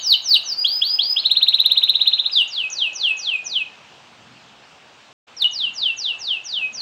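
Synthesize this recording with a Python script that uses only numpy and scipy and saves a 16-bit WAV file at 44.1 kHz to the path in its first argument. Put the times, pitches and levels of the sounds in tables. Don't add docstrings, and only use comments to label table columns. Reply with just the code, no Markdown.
import sys
import numpy as np
from scipy import signal
from scipy.fft import rfft, irfft, next_fast_len
from scipy.io import wavfile
from scipy.ndimage import uniform_filter1d, map_coordinates

SR = 44100
rng = np.random.default_rng(int(sys.argv[2]) if len(sys.argv) > 2 else 0)


def bounce(signal):
    frames = np.transpose(np.atleast_2d(signal))
    limited = np.clip(frames, -1, 1)
    pcm = np.round(limited * 32767).astype(np.int16)
    wavfile.write(sys.argv[1], SR, pcm)


N = 300321
TIME = np.arange(N) / SR


def amp(db):
    return 10 ** (np.asarray(db) / 20)


def unit_rms(x):
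    return x / np.sqrt(np.mean(x ** 2) + 1e-20)


def at_hz(points, hz):
    knots_hz, values = np.transpose(points)
    return np.interp(np.log(hz + 1), np.log(knots_hz + 1), values)


def wobble(rate_hz, count=N):
    knots = rng.standard_normal(int(count * rate_hz / SR) + 4)
    return map_coordinates(knots, [np.arange(count) * rate_hz / SR])


def filtered(x, response):
    size = next_fast_len(N + SR // 2)
    return irfft(rfft(x, size) * response(np.fft.rfftfreq(size, 1 / SR)), size)[..., :N]


# frequency in Hz, relative spectral density in dB.
STREET_SPECTRUM = [(18, -45), (30, -11), (245, -8.5), (384, -7.5), (740, -2), (844, -1), (1010, -3),
                   (1720, -6), (1960, -9), (2680, -2), (3670, -7.5), (7270, -18), (9220, -33),
                   (14800, -46.5), (16000, -43)]
# time in seconds, level in dB.
STREET_ENVELOPE = [(0, -47), (2.2, -47), (4.5, -48.5), (5.4, -49), (6.81, -48)]


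def street():
    spectra = signal.stft(rng.standard_normal(N), nperseg=512)[2]
    patches = uniform_filter1d(rng.standard_normal(spectra.shape), 8, axis=0)
    patches = uniform_filter1d(patches, 10, axis=1)
    noise = signal.istft(spectra * amp(1.4 * unit_rms(patches)), nperseg=512)[1][:N]
    hiss = unit_rms(filtered(noise, lambda hz: amp(at_hz(STREET_SPECTRUM, hz))))
    level_db = np.interp(TIME, *np.transpose(STREET_ENVELOPE)) + 0.32 * wobble(3.0) + 0.2 * wobble(14)
    return amp(level_db) * hiss


# centre in Hz, width in Hz, relative gain per pass in dB.
DRONE_RESONANCES = [(136, 61, -2.5), (215, 81, -3)]
# time in seconds, level in dB.
DRONE_ENVELOPE = [(3.4, -65), (3.95, -62), (4.15, -59.5), (4.35, -54), (4.43, -63), (4.54, -60), (4.6, -66),
                  (5.5, -71), (5.63, -56.5), (5.75, -61.5), (5.95, -68.5), (6.5, -69), (6.81, -61)]


def drone():
    def resonances(hz):
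        return sum(amp(db) * 1j * hz * width / (centre ** 2 - hz ** 2 + 1j * hz * width)
                   for centre, width, db in DRONE_RESONANCES)

    hum = unit_rms(filtered(rng.standard_normal(N), lambda hz: resonances(hz) ** 2))
    return amp(np.interp(TIME, *np.transpose(DRONE_ENVELOPE), left=-120, right=-120)) * hum


# frequency in Hz, time to decay 60 dB in seconds.
TAIL_T60 = [(2000, 0.35), (3000, 0.39), (4000, 0.41), (5500, 0.32), (8000, 0.13), (13000, 0.35)]
# frequency in Hz, relative level in dB.
TAIL_COLOUR = [(2200, 5.5), (2700, 0.5), (3300, -6.5), (4000, 0), (5000, 0), (6500, -1.5), (9000, 4.5),
               (14000, 2.5)]
# delay in ms, gain in dB.
WALL_ECHOES = [(2.5, -9.5), (8.2, -11), (12.7, -9.5), (28, -19.5), (55, -19), (85, -32)]


def walls(tail_db, scatter):
    hz, t, spectra = signal.stft(rng.standard_normal(SR // 2), SR, nperseg=256)
    decay_db = at_hz(TAIL_COLOUR, hz)[:, None] - 60 * t / at_hz(TAIL_T60, hz)[:, None]
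    tail = signal.istft(spectra * amp(decay_db), SR, nperseg=256)[1]
    ms = np.arange(len(tail)) * 1000 / SR
    tail *= 1 - np.exp(-ms / 9)
    response = amp(tail_db) * tail / np.linalg.norm(tail)
    for delay_ms, db in WALL_ECHOES:
        burst = np.exp(-((ms - delay_ms) / (scatter * delay_ms)) ** 2) * rng.standard_normal(len(ms))
        response += amp(db) * burst / np.linalg.norm(burst)
    return response


# start in seconds, length in seconds, top in Hz, bottom in Hz, gain in dB.
SWOOP_NOTES = [(-.218, 0.15, 6670, 2735, 2), (0, 0.15, 6810, 2740, 0), (.219, 0.15, 6780, 2652, -0.5)]
SWOOP_GLIDE = [(0, 0.99), (.13, .94), (.38, .69), (.6, .47), (.69, .46), (.84, .27), (.92, .12), (1, 0.035)]
# pitch in Hz, level in dB.
SWOOP_LEVEL_BY_PITCH = [(2740, -12), (2950, -12), (3150, -11.5), (3420, -23), (3750, -5.5), (4300, -13.5),
                        (4550, -10.5), (4750, -23), (5050, -15), (5400, -23.5), (6000, -25.5), (6700, -44)]


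def swoop(start_s, length_s, top_hz, bottom_hz, db):
    progress = np.linspace(0, 1, 80)
    hz = bottom_hz + (top_hz - bottom_hz) * np.interp(progress, *np.transpose(SWOOP_GLIDE))
    return np.transpose([start_s + progress * length_s, hz, db + at_hz(SWOOP_LEVEL_BY_PITCH, hz)])


# start, length and glide time in seconds, top and bottom in Hz, gain in dB,
# tilt in dB per octave, gain around HIGH_HZ in dB.
FALL_NOTES = [(2.481, 0.19, 0.18, 6930, 2546, 0.5, 3.2, -21), (2.704, 0.19, 0.19, 7220, 2540, 0.8, 0, 1.5),
              (2.934, 0.2, 0.19, 7160, 2551, 2, -4, 3.5), (3.171, 0.23, 0.2, 7010, 2477, 0, 1.8, -2),
              (3.44, 0.19, 0.2, 7150, 2495, 0, 0.3, 1), (5.51, 0.19, 0.2, 6730, 2673, 0.5, 3, -5),
              (5.733, 0.2, 0.19, 7010, 2680, 1.4, 0.2, -3.5), (5.965, 0.2, 0.18, 6940, 2647, -0.4, 3.7, 1),
              (6.182, .2, 0.2, 7010, 2614, -1, -1, -0.5), (6.437, .24, 0.21, 6920, 2533, -1.5, -0.3, 5),
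              (6.725, .2, .21, 7020, 2490, -1, 1.5, 4.5)]
# pitch in Hz, level in dB before the bird turns, level in dB after.
FALL_LEVEL_BY_PITCH = [(2579, -21, -21.5), (2665, -26, -30), (2750, -23, -23), (3060, -20, -18.5),
                       (3320, -18.5, -23), (3640, -26, -21), (3990, -23.5, -25), (4290, -31, -29.5),
                       (4770, -33, -27.5), (5230, -38, -33.5), (5820, -28.5, -32), (6980, -43, -50)]
TURN_S = 4.5
REGISTER_HZ, REGISTER_WIDTH_HZ, REGISTER_PULL = 4700, 450, 0.33
HIGH_HZ, HIGH_WIDTH_HZ = 6050, 480
RELEASE_S, RELEASE_DB = 0.017, 8
FLUTTER_DB, FLUTTER_HZ = 1.75, 110.1


def fall(start_s, length_s, glide_s, top_hz, bottom_hz, db, tilt_db, high_db):
    t = np.linspace(0, length_s, 80)
    hz = bottom_hz + (top_hz - bottom_hz) * np.clip(1 - t / glide_s, 0, 1) ** 2.04
    hz -= REGISTER_PULL * (hz - REGISTER_HZ) * np.exp(-((hz - REGISTER_HZ) / REGISTER_WIDTH_HZ) ** 2)
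    pitch_hz, before_db, after_db = np.transpose(FALL_LEVEL_BY_PITCH)
    level_db = db + at_hz(np.transpose([pitch_hz, before_db if start_s < TURN_S else after_db]), hz)
    level_db += tilt_db * np.log2(hz / 3500)
    level_db += high_db * np.exp(-((hz - HIGH_HZ) / HIGH_WIDTH_HZ) ** 2)
    level_db -= RELEASE_DB * np.clip(1 - (length_s - t) / RELEASE_S, 0, 1)
    level_db += FLUTTER_DB * map_coordinates(rng.standard_normal(64), [t * FLUTTER_HZ])
    return np.transpose([start_s + t, hz, level_db])


# start and length in seconds, level, accent and swell in dB, swell length in seconds.
RISE_NOTES = [(.64, 0.15, -20, 12, 2.5, 0.026), (.812, .146, -19.5, 11.5, 5.5, 0.024),
              (0.984, .149, -19.5, 10.5, 5.5, 0.037), (1.16, 0.05, -17, 6, -4.5, 0.0084)]
# time into the note in seconds, pitch in Hz.
RISE_GLIDE = [(0, 2420), (.005, 2847), (.009, 3180), (.013, 3318), (.019, 3530), (.037, 4230), (.055, 4570),
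              (.074, 4785), (.11, 4956), (.148, 5062)]
ATTACK_S, ATTACK_DB, SAG_DB = 0.0063, 23, 4
ACCENT_AT_S, ACCENT_WIDTH_S = 0.012, 0.0035


def rise(start_s, length_s, db, accent_db, swell_db, swell_s):
    t = np.linspace(0, length_s, 120)
    attack_db = ATTACK_DB * np.clip(1 - t / ATTACK_S, 0, 1)
    accent = np.exp(-((t - ACCENT_AT_S) / ACCENT_WIDTH_S) ** 4)
    swell = np.clip((t - length_s + swell_s) / 0.004, 0, 1)
    level_db = db - attack_db + accent_db * accent - SAG_DB * t / length_s + swell_db * swell
    return np.transpose([start_s + t, np.interp(t, *np.transpose(RISE_GLIDE)), level_db])


# start in seconds, level in dB.
FLICK_NOTES = [(2.476, -40), (2.7, -29), (2.93, -38.5), (3.167, -40)]


def flick(start_s, db, length_s=0.004, from_hz=5100, to_hz=7040, fade_db=1.5):
    return [(start_s, from_hz, db), (start_s + length_s, to_hz, db - fade_db)]


# time in seconds, base level in dB, base pitch in Hz.
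TRILL_NOTES = [(1.2569, -5.5, 3943), (1.314, -4, 3885), (1.3694, -4.5, 3907), (1.4278, -3, 3890),
               (1.4838, -3, 3896), (1.542, -3.5, 3840), (1.5996, -3.5, 3864), (1.6582, -4, 3850),
               (1.716, -3.5, 3858), (1.775, -3.5, 3843), (1.8344, -4.5, 3813), (1.894, -4, 3823),
               (1.954, -6, 3830), (2.0138, -5, 3850), (2.0742, -3.5, 3850), (2.134, -6, 3865),
               (2.1946, -7, 3765), (2.2598, -9, 3880)]
# time offset in seconds, ratio to base pitch, level offset in dB.
CHIRP_SHAPE = [(-.022, 0.51, -43), (-.015, 0.72, -24.5), (-.008, .84, -20), (-.002, .93, -12.5),
               (.002, 0.9675, -2), (.005, 1.04, -3.5), (.008, 1.091, -13.5), (0.012, 1.055, -11.5)]


def trill():
    return [[(s + lag_s, hz * ratio, db + offset_db) for lag_s, ratio, offset_db in CHIRP_SHAPE]
            for s, db, hz in TRILL_NOTES]


# time in seconds, overtone gain in dB, room gain in dB.
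BEAK_AIM = [(0, 0.5, -1.5), (.5, -0.5, -1), (.65, 1.5, -0.5), (1.15, -1.5, -1.5), (1.3, -3.5, -2.5),
            (2.25, -5, 0), (2.4, -1.5, -1.5), (2.6, -5, -0.1), (3.7, -5, -0.6), (5.4, -6, -2),
            (6.1, -5.5, -0.5), (6.81, -7, -0.8)]
# harmonic number, base level in dB relative to the fundamental, flutter rate in Hz.
HARMONICS = [(2, -44.5, 60), (3, -37.5, 120), (4, -55, 78), (5, -55.5, 90)]
# frequency in Hz, gain in dB.
HARMONIC_COLOUR = [(5000, 0), (7000, 4), (8300, -1), (9500, -5.5), (10500, -5.5), (11500, -8), (13000, 4),
                   (15000, 3.5)]
RASP_LOW_HZ, RASP_HIGH_HZ = 10900, 16000


def whistle(contour, edge_s=0.0023, quiver=0.0025, rough_rad=1.0, flutter_db=5.5, rasp_db=-49.5):
    s, hz, db = np.transpose(contour)
    first = int(s[0] * SR)
    t = np.arange(first, int((s[-1] + edge_s) * SR)) / SR
    pitch_hz = uniform_filter1d(np.interp(t, s, hz), size=SR // 300, mode="nearest")
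    phase = 2 * np.pi * np.cumsum(pitch_hz * (1 + quiver * wobble(250, len(t)))) / SR
    level_db = np.interp(t, s, db)
    beak_db = np.interp(t, *np.transpose(BEAK_AIM)[:2])
    effort_db = 0.39 * (level_db + 19.5)
    bright_db = beak_db + effort_db
    tone = np.sin(phase)
    for k, base_db, flutter_hz in HARMONICS:
        harmonic_hz = k * pitch_hz
        colour_db = at_hz(HARMONIC_COLOUR, harmonic_hz) + flutter_db * wobble(flutter_hz, len(t))
        colour_db += 1.4 * beak_db * np.clip(np.log2(harmonic_hz / 8500), 0, 1)
        harmonic = np.sin(k * phase + rough_rad * wobble(400, len(t)))
        tone += (harmonic_hz < SR / 2) * amp(base_db + bright_db + colour_db) * harmonic
    rasp_band = signal.butter(4, (RASP_LOW_HZ, RASP_HIGH_HZ), "bandpass", fs=SR, output="sos")
    tone += amp(rasp_db + bright_db) * signal.sosfilt(rasp_band, rng.standard_normal(len(t)))
    soft_ends = np.clip(np.minimum(t - t[0], t[-1] - t) / edge_s, 0, 1)
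    return first, np.sqrt(2) * amp(level_db) * soft_ends * tone


# time in seconds, pitch in Hz, level in dB.
LINK_CONTOURS = [
    [(.432, 6750, -48), (.448, 6420, -49), (.461, 6040, -31), (.472, 6020, -27), (.485, 5550, -29),
     (.498, 5170, -21.5), (.511, 4900, -28.5), (.525, 4690, -18), (.538, 4320, -29)],
    [(.555, 4600, -32), (.575, 4780, -27), (.593, 4840, -21.5), (.61, 4896, -24), (.632, 4900, -29)],
    [(2.296, 2420, -24), (2.305, 3430, -42.5)],
    [(2.315, 5200, -33.5), (2.339, 4760, -18), (2.346, 4210, -29.5), (2.362, 3793, -11.5),
     (2.378, 3464, -13), (2.393, 3110, -15.5), (2.409, 2920, -12.5), (2.424, 2727, -18.5),
     (2.44, 2800, -20.5)],
    [(5.366, 5840, -36), (5.393, 4900, -36), (5.419, 3925, -19), (5.425, 3670, -10.5), (5.441, 3180, -32),
     (5.445, 3030, -7), (5.45, 2920, -18), (5.459, 2877, -13.5), (5.472, 2930, -20.5)],
]


def canary(direct_db=-0.5):
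    contours = [swoop(*row) for row in SWOOP_NOTES]
    contours += [fall(*row) for row in FALL_NOTES]
    contours += [rise(*row) for row in RISE_NOTES]
    contours += [flick(*row) for row in FLICK_NOTES]
    song = np.zeros(N + 2 * SR)
    for contour in contours + trill() + LINK_CONTOURS:
        first, tone = whistle(contour)
        room_db = np.interp(first / SR, *np.transpose(BEAK_AIM)[::2])
        echo = signal.fftconvolve(amp(room_db) * tone, walls(tail_db=-8.0, scatter=0.28))
        song[SR + first:][:len(tone)] += amp(direct_db) * tone
        song[SR + first:][:len(echo)] += echo
    return song[SR:SR + N]


def scene():
    return (canary() + street() + drone())[None]


# frequency in Hz, gain in dB.
MIC_RESPONSE = [(20, -25.5), (90, 2), (7000, -0.5), (8500, 1.5), (9800, -7.5), (11300, 0.5), (13000, -3.5),
                (15000, 4.5)]
# time in seconds, sharp edge level in dB, soft body level in dB.
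TICK_EVENTS = [(5.4224, -16, -21), (5.4438, -21, -30)]
PEAK_LIMIT, TICK_T60_S, TOP_HZ = 0.67, 0.0003, 15850
DROPOUT_S, RETURN_S, FADE_IN_S = 5.1297, 5.2675, 0.015


def record(dry):
    limited = dry / (1 + abs(dry / PEAK_LIMIT) ** 12) ** (1 / 12)
    sound = filtered(limited, lambda hz: amp(at_hz(MIC_RESPONSE, hz)))
    for s, edge_db, body_db in TICK_EVENTS:
        first = round(s * SR)
        sound[:, first] += amp(edge_db)
        sound[:, first:first + 40] += amp(body_db - 60 * TIME[:40] / TICK_T60_S)
    gate = np.where(TIME < DROPOUT_S, 1, np.clip((TIME - RETURN_S) / FADE_IN_S, 0, 1))
    return filtered(sound * gate, lambda hz: np.clip((TOP_HZ + 100 - hz) / 200, 0, 1))


dry = scene()
out = record(dry)
bounce(out)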